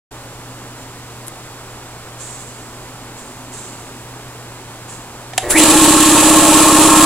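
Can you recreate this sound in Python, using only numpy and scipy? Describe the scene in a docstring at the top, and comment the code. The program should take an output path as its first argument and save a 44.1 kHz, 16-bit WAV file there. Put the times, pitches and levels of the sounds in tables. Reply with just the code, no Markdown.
"""A belt-driven twin-cylinder air compressor starts in a large workshop, heard close, in stereo.
Ventilation, mains hum and a low drone fill the hall; from 0.8 s shoes scuff, with three ticks at 1.3 s.
At 5.3 s the pressure switch snaps, then the motor growls on inrush current and the slipping belt chirps.
The pump comes up to 16.5 turns/s: it knocks and rings its tank, intake reeds flutter on each stroke,
delivery valves spit air, and fan, pulley and housings sing."""
import sys
import numpy as np
from scipy import signal
from scipy.fft import rfft, irfft
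from scipy.io import wavfile
from scipy.ndimage import uniform_filter1d

SR = 44100
rng = np.random.default_rng(int(sys.argv[2]) if len(sys.argv) > 2 else 0)


def wrap_up_sound(samples):
    """Save the sound to the file named by the first command line argument, as 16-bit audio."""
    columns = np.atleast_2d(samples).T
    # keep every value between -1 and 1, then stretch to whole-number steps
    tamed = np.clip(columns, -1, 1)
    steps = np.round(tamed * 32767).astype(np.int16)
    wavfile.write(sys.argv[1], SR, steps)


N = 310905
T = np.arange(N) / SR
FREQ_HZ = np.maximum(np.arange(N // 2 + 1) * SR / N, 1)
TOP_HZ = 15700

# ventilation spectrum (frequency [Hz], gain [dB])
VENT_EQ = [(20, -2), (45, 0.5), (80, -2.5), (125, 1), (200, -2.5), (270, -0.5), (450, -1.5), (650, -3),
           (900, -1.5), (1500, -6), (1900, -9.5), (4000, -13.5), (9000, -16), (15000, -28)]
# mains hum (frequency [Hz], level [dB])
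HUM_TONES = [(120, -45), (121.7, -57.5)]
# distant drone envelope (time [s], relative level [dB])
DRONE_LEVELS = [(0.2, -52), (0.85, -46.5), (1.04, -72), (1.09, -54), (2.4, -57), (2.61, -46), (3.89, -47),
                (5.21, -55.5), (5.3, -54)]
# drone resonances (frequency [Hz], width [Hz], gain [dB])
DRONE_MODES = [(251.6, 14, -0.5), (373, 12, -6.5)]
# shoe scuffs (time [s], length [s], decay [s], relative level [dB])
SCUFFS = [(0.76, 0.049, 0.059, -46), (2.178, 0.15, 0.21, -36), (3.15, 0.032, 0.2, -42.5),
          (3.513, 0.086, 0.17, -37), (4.874, 0.063, 0.07, -38)]
# sole on concrete (frequency [Hz], gain [dB])
SCUFF_EQ = [(1000, -6.5), (3000, -5), (5200, -4.5), (6800, 5.5), (8500, 5), (10500, -6), (14000, -42)]
# nearby ticks (time [s], level [dB])
TICKS = [(1.268, -32), (1.274, -30), (1.2815, -20.5)]
# tick spectrum (frequency [Hz], gain [dB])
TICK_EQ = [(1500, -25), (3000, -9), (5000, -12), (8000, 1), (10500, 3), (13000, -6), (15500, -18)]
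# switch lever, contacts, rebound (time [s], level [dB], relative ring [dB], cutoff [Hz])
SWITCH_BLOWS = [(5.3347, -24.5, -3, 4550), (5.3783, -9.5, -12, 15000), (5.3813, -16.5, 5.5, 8960)]
# switch crack (frequency [Hz], gain [dB])
CRACK_EQ = [(300, -24), (700, -18), (1300, -5.5), (2800, 1.5), (4200, -2), (5500, -5), (7500, -1.5),
            (10500, -2.5), (12500, -20), (15500, -18)]
# switch box resonances (frequency [Hz], t60 [s], gain [dB])
BOX_MODES = [(743, 0.076, -4.5), (770, 0.055, -9), (924, .09, -21), (1760, 0.035, -10), (3180, 0.06, -16),
             (3580, .11, -20), (7100, 0.05, -14), (8000, 0.07, -19)]
# motor growl (frequency [Hz], gain [dB])
GROWL_EQ = [(60, 7), (120, -3), (200, -23), (360, 11.5), (600, -0.5), (850, -7), (1300, -15), (1900, -11),
            (2400, -22), (3000, -27), (8000, -43)]
# crank run-up (time [s], speed [turns/s])
CRANK_SPEEDS = [(5.43, 0), (5.55, 9.5), (5.72, 13.6), (5.8, 16.5), (6.4, 16.535), (7.05, 16.5)]
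# pump resonances (frequency [Hz], width [Hz], gain [dB])
KNOCK_MODES = [(577, 26, -1), (680, 36, -5), (843, 26, -.5), (931, 22, -1)]
# pump casing (frequency [Hz], gain [dB])
CASING_EQ = [(60, -15), (200, 3.5), (400, 6.5), (700, 2), (1100, 0.5), (1500, -4), (2200, -22)]
# belt slips (peak time [s], attack [s], decay [s], level [dB])
BELT_SLIPS = [(5.508, 0.0073, 0.026, -13.5), (5.585, 0.0093, 0.012, -14)]
# belt rasp (frequency [Hz], gain [dB])
RASP_EQ = [(1000, -2.5), (3000, -1.5), (5200, -4), (7500, 2.5), (10000, 8.5), (12000, -6), (15500, -14)]
# tank resonances (frequency [Hz], width [Hz], gain [dB])
TANK_MODES = [(1076, 26, 0), (1152, 50, -8), (1188, 20, -10), (1215, 14, -9), (1328, 30, -8),
              (1663, 14, -17), (1768, 22, -17)]
# suction strokes (start [turns], length [turns], flutter [Hz], gain under load [dB])
STROKES = [(0, .46, 311, 0), (.49, .45, 315.5, -5.5)]
# intake filter housing (frequency [Hz], width [Hz], gain [dB])
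INTAKE_MODES = [(311, 120, 0.5)]
# suction thump (frequency [Hz], gain [dB])
THUMP_EQ = [(15, 1.5), (33, -6), (66, -6.5), (100, -1.5), (135, -1.5), (165, 2.5), (200, -5), (235, 3.5),
            (300, 5), (600, -42), (3000, -67)]
# air hiss (frequency [Hz], gain [dB])
AIR_EQ = [(500, -27), (1300, -16), (1700, 1), (2100, -6), (2600, 0.5), (4000, -1), (5200, -4), (7500, 2.5),
          (9500, 2), (11500, -7), (15500, -20)]
# cooling fins and copper pipe (frequency [Hz], width [Hz], gain [dB])
FIN_MODES = [(2450, 120, 8), (2770, 23, -1), (3230, 17, -5), (3680, 40, 5), (4050, 90, 6), (7700, 58, -1),
             (8060, 47, -1), (9250, 150, 4), (9950, 400, 4)]
# fan, pulley and housing tones (frequency [Hz], relative level [dB])
WHINE_TONES = [(576.0, -32), (678.3, -34), (845.2, -32.5), (931.3, -31), (1077, -24.5), (1217, -32.5),
               (1330, -33.5), (1663, -37), (1771, -37)]
# microphone port response (frequency [Hz], left gain [dB], right gain [dB])
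PORT_EQ = [(1500, 2.5, 3), (4370, 3, 4), (6000, 1, 4), (6920, 0.5, 6.5), (7660, 4.5, 11.5), (8660, 0.5, 4),
           (9300, 7.5, -2.5), (10100, 7.5, 2), (11100, 6, 1.5), (15300, 7.5, 3.5)]


def undb(db):
    """Decibels to gain."""
    return np.exp(np.asarray(db) * (np.log(10) / 20))


def unit(x):
    """Scale to rms 1."""
    return x / np.sqrt(np.mean(x ** 2))


def curve(table):
    """A (time, value) table at every sample."""
    return np.interp(T, *np.transpose(table))


def ramp(start_s, rise_s):
    """Linear rise from 0 to 1."""
    return np.clip((T - start_s) / rise_s, 0, 1)


def fade(start_s, t60_s):
    """Sudden start, exponential decay."""
    return (T >= start_s) * np.exp(-np.log(1000) * np.clip((T - start_s) / t60_s, 0, 10))


def swell(peak_s, attack_s, decay_s):
    """Exponential rise and fall."""
    return np.exp(-np.minimum(np.maximum((peak_s - T) / attack_s, (T - peak_s) / decay_s), 20))


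def walk(rate_hz):
    """Smooth random drift, rms 1."""
    hold = int(SR / rate_hz)
    steps = np.repeat(rng.standard_normal(N // hold + 1), hold)
    return unit(uniform_filter1d(uniform_filter1d(steps, hold), hold)[:N])


def colour(x, eq):
    """Filter by a (frequency, gain) table."""
    hz, db = np.transpose(eq)
    return irfft(rfft(x) * undb(np.interp(np.log(FREQ_HZ), np.log(hz), db)), N)


def resonate(x, modes):
    """Parallel resonators of alternating sign."""
    response = sum((-1) ** k * undb(db) / (1 + 1j * (FREQ_HZ ** 2 - hz ** 2) / (FREQ_HZ * width_hz))
                   for k, (hz, width_hz, db) in enumerate(modes))
    return irfft(rfft(x) * response, N)


def diffuse(pair, apart_hz=4600, bass_side=0.032, treble_side=0.8):
    """Two unrelated signals at two close ports: alike in the bass, loosely related in the treble."""
    share = bass_side + treble_side / np.sqrt(1 + (apart_hz / FREQ_HZ) ** 4)
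    mid, side = rfft(pair)
    return irfft(np.array([mid + share * side, mid - share * side]) / np.sqrt(1 + share ** 2), N)


def noise(eq):
    """Coloured stereo noise, rms 1."""
    return unit(colour(diffuse(rng.standard_normal((2, N))), eq))


def hall(vent_db=-38, drone_trim_db=-1, right_lag_s=83e-6):
    """Wavering hum, low drone and ventilation rush arrive from the open hall on the left."""
    hum = 0
    for hz, db in HUM_TONES:
        amplitude = np.sqrt(2) * undb(db + 1.5 * walk(2.84))
        hum += amplitude * np.sin(2 * np.pi * hz * T + 1.23 * walk(3.4))
    drone = unit(resonate(rng.standard_normal(N), DRONE_MODES))
    drone *= undb(curve(DRONE_LEVELS) + drone_trim_db)
    vent = noise(VENT_EQ) * undb(vent_db + 0.19 * walk(4.4))
    left, right = hum + drone + vent
    delay = np.exp(-2j * np.pi * FREQ_HZ * right_lag_s)
    return np.array([left, irfft(rfft(right) * delay, N)])


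def scuffs(rise_s=0.027, trim_db=-3):
    """Soles slide on concrete."""
    slide = sum(undb(db) * ramp(start_s, rise_s) * np.exp(-np.maximum(T - start_s - length_s, 0) / decay_s)
                for start_s, length_s, decay_s, db in SCUFFS)
    return noise(SCUFF_EQ) * slide * undb(walk(60) + trim_db)


def ticks(t60_s=0.006, tail_t60_s=0.074, tail_db=-24):
    """Small dry ticks with faint tails."""
    envelope = sum(undb(db) * (fade(start_s, t60_s) + undb(tail_db) * fade(start_s, tail_t60_s))
                   for start_s, db in TICKS)
    return noise(TICK_EQ) * envelope


def switch(crack_t60_s=0.025):
    """Each blow cracks and rings the switch box; softer blows are duller."""
    crack, snap = noise(CRACK_EQ), 0
    box = sum(undb(db) * fade(0, t60_s) * np.sin(2 * np.pi * hz * T) for hz, t60_s, db in BOX_MODES)
    for start_s, db, ring_db, cutoff_hz in SWITCH_BLOWS:
        ring = undb(ring_db) * np.interp(T - start_s, T, box)
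        lowpass = signal.butter(2, cutoff_hz, fs=SR, output="sos")
        snap += undb(db) * signal.sosfilt(lowpass, crack * fade(start_s, crack_t60_s) + ring)
    return snap


def echo(x, delay_s=0.0096, near_t60_s=0.45, near_db=-11, hall_t60_s=0.65, hall_db=-14):
    """Quick reflections off tank and machines, plus the longer hall tail."""
    response = 0
    for t60_s, db in ((near_t60_s, near_db), (hall_t60_s, hall_db)):
        tail = diffuse(rng.standard_normal((2, N))) * fade(delay_s, t60_s)
        response += undb(db) * tail / np.sqrt(np.sum(tail ** 2) / 2)
    return signal.oaconvolve(x, response[:, :SR], axes=1)[:, :N]


def motor(start_s=5.427, buzz_hz=120, rough_db=1, inrush_db=-23.5, running_db=-32, settle_s=0.22):
    """Inrush current shakes the motor at twice the mains frequency, then dies down."""
    pulses = np.diff(np.floor(T * buzz_hz), prepend=0)
    burst = rng.standard_normal(N) * fade(0, t60_s=0.02)
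    buzz = unit(colour(signal.fftconvolve(pulses - pulses.mean(), burst)[:N], GROWL_EQ))
    growl = unit(buzz + undb(rough_db) * noise(GROWL_EQ))
    level_db = running_db + (inrush_db - running_db) * np.exp(-np.maximum(T - start_s, 0) / settle_s)
    return growl * ramp(start_s, rise_s=0.0089) * undb(level_db)


def crank(stroke_s=5.8195):
    """Crank angle in turns; whole numbers begin the stronger suction stroke."""
    turns = np.cumsum(curve(CRANK_SPEEDS)) / SR
    return turns - np.interp(stroke_s, T, turns)


def clatter(turns, repeat, grain_db):
    """Dense small impacts; the share `repeat` recurs at the same crank angle every turn."""
    def impacts(size):
        return unit(rng.standard_normal((2, size)) * undb(grain_db * rng.exponential(size=size)))

    slots = int(SR / CRANK_SPEEDS[-1][1])
    locked = impacts(slots)[:, (turns % 1 * slots).astype(int) % slots]
    return diffuse(np.sqrt(repeat) * locked + np.sqrt(1 - repeat) * impacts(N))


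def build_up(start_s, rise_s, climb_db_per_s):
    """Gain that ramps in, then climbs as the tank fills."""
    return ramp(start_s, rise_s) * undb(climb_db_per_s * np.maximum(T - start_s, 0))


def knocks(turns, knock_db=-24.5, casing_db=-25, swing_db=1.5, peak_turns=0.76):
    """Pump and casing clatter under a load that swings once a turn; the level dips briefly at speed."""
    lull_db, lull_s, lull_width_s = -5, 6.02, 0.086
    lull = np.exp(-((T - lull_s) / lull_width_s) ** 2)
    load = undb(swing_db * np.cos(2 * np.pi * (turns - peak_turns)) + lull_db * lull)
    knock = unit(resonate(clatter(turns, repeat=0.36, grain_db=1.5) * load, KNOCK_MODES))
    casing = unit(colour(clatter(turns, repeat=0.54, grain_db=2.5) * load, CASING_EQ))
    body = undb(knock_db) * knock + undb(casing_db) * casing
    return body * build_up(start_s=5.46, rise_s=0.17, climb_db_per_s=1.7)


def belt(peak_s=5.566, peak_hz=2182, octaves_per_s=13.5, max_hz=4200, chirp_db=-16, scatter=0.07, count=6):
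    """Many belt patches slip at once: a rasp and a rough rising chirp until the flywheel catches up."""
    hz = np.minimum(peak_hz * 2 ** (octaves_per_s * (T - peak_s)), max_hz)
    patches = [np.sin(2 * np.pi * np.cumsum(hz * (1 + scatter * walk(600))) / SR) for _ in range(count)]
    squeal = diffuse(np.array([sum(patches[::2]), sum(patches[1::2])])) * 2 / np.sqrt(count)
    chirp = squeal * undb(chirp_db) * swell(peak_s, attack_s=0.025, decay_s=0.052)
    slips = sum(undb(db) * swell(at_s, attack_s, decay_s) for at_s, attack_s, decay_s, db in BELT_SLIPS)
    return chirp + noise(RASP_EQ) * slips


def compression(turns, swing_db=4, peak_turns=0.11):
    """Gain that peaks as each of the two cylinders delivers."""
    return undb(swing_db * np.cos(2 * np.pi * 2 * (turns - peak_turns)))


def tank(turns, base_db=-27):
    """Each delivery rings the tank, louder as pressure builds."""
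    ring = unit(resonate(clatter(turns, repeat=0.17, grain_db=2) * compression(turns), TANK_MODES))
    return ring * undb(base_db) * build_up(start_s=5.52, rise_s=0.14, climb_db_per_s=4.5)


def intake(turns, gain_db=-11, thump_db=-21, uneven_db=1.23, edge_turns=0.03, wobble_rad=0.35):
    """Each suction stroke thumps, then its reed valve flutters into the filter housing."""
    load = ramp(start_s=5.59, rise_s=0.05)  # the cylinders grow unequal against pressure
    flutter, pulses = 0, 0
    for start_turns, length_turns, hz, db in STROKES:
        angle = (turns - start_turns + edge_turns) % 1 - edge_turns
        age_s = T - np.interp(turns - angle, turns, T)
        inside_turns = np.minimum(angle + edge_turns, length_turns - angle)
        gate = np.sin(np.pi / 2 * np.clip(inside_turns / edge_turns, 0, 1)) ** 2
        flutter += undb(db * load) * gate * np.cos(2 * np.pi * hz * age_s + wobble_rad * walk(40))
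        stroke_count = np.floor(turns - start_turns)
        pulses += np.diff(stroke_count, prepend=stroke_count[0])
    thumps = undb(thump_db) * unit(colour(pulses, THUMP_EQ))
    strokes = (resonate(flutter, INTAKE_MODES) + thumps) * undb(gain_db + uneven_db * walk(25))
    return strokes * build_up(start_s=5.538, rise_s=0.017, climb_db_per_s=0.2)


def hiss(turns, base_db=-16.5, fins_db=-12, spit_db=2.8, lead_turns=0.048, width_turns=0.016):
    """Air hisses, fins and pipe ring; each delivery valve spits as it shuts just ahead of suction."""
    air = unit(colour(clatter(turns, repeat=0.071, grain_db=0.5), AIR_EQ))
    fins = undb(fins_db) * unit(resonate(clatter(turns, repeat=0.15, grain_db=-1.5), FIN_MODES))
    spit = np.exp(-(np.sin(2 * np.pi * (turns + lead_turns)) / (2 * np.pi * width_turns)) ** 2)
    level_db = base_db + spit_db * spit * (1 + 0.5 * walk(33)) + 1.23 * walk(170)
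    return (air + fins) * undb(level_db) * ramp(start_s=5.55, rise_s=0.041)


def whine(turns, trim_db=-5, waver_db=2, wander_rad=0.4, throb_power=0.64):
    """Fan, pulley and housings sing at speed; the tones waver and throb with the load."""
    tones = sum(undb(db + waver_db * walk(9)) * np.sin(2 * np.pi * hz * T + wander_rad * walk(30))
                for hz, db in WHINE_TONES)
    throb = unit(compression(turns) ** throb_power)
    return np.sqrt(2) * undb(trim_db) * tones * throb * ramp(start_s=5.55, rise_s=0.23)


def scene(switch_send_db=-2):
    """Compressor and shoes in the humming hall; only switch, motor and belt feed the echo."""
    snap, drive, turns = switch(), motor() + belt(), crank()
    reflections = echo(undb(switch_send_db) * snap + drive)
    pump = knocks(turns) + tank(turns) + hiss(turns) + intake(turns) + whine(turns)
    return snap + drive + reflections + pump + scuffs() + ticks() + hall()


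def record(dry):
    """Each microphone port colours the treble; the input fades in, clips and is low-passed."""
    hz, *sides_db = np.transpose(PORT_EQ)
    heard = np.array([colour(x, np.transpose([hz, db])) for x, db in zip(dry, sides_db)])
    clipped = np.clip(heard * ramp(start_s=0.108, rise_s=0.008), -1, 1)
    lowpass = signal.ellip(8, 0.2, 70, TOP_HZ, fs=SR, output="sos")
    return signal.sosfilt(lowpass, clipped)


dry = scene()
out = record(dry)
wrap_up_sound(out)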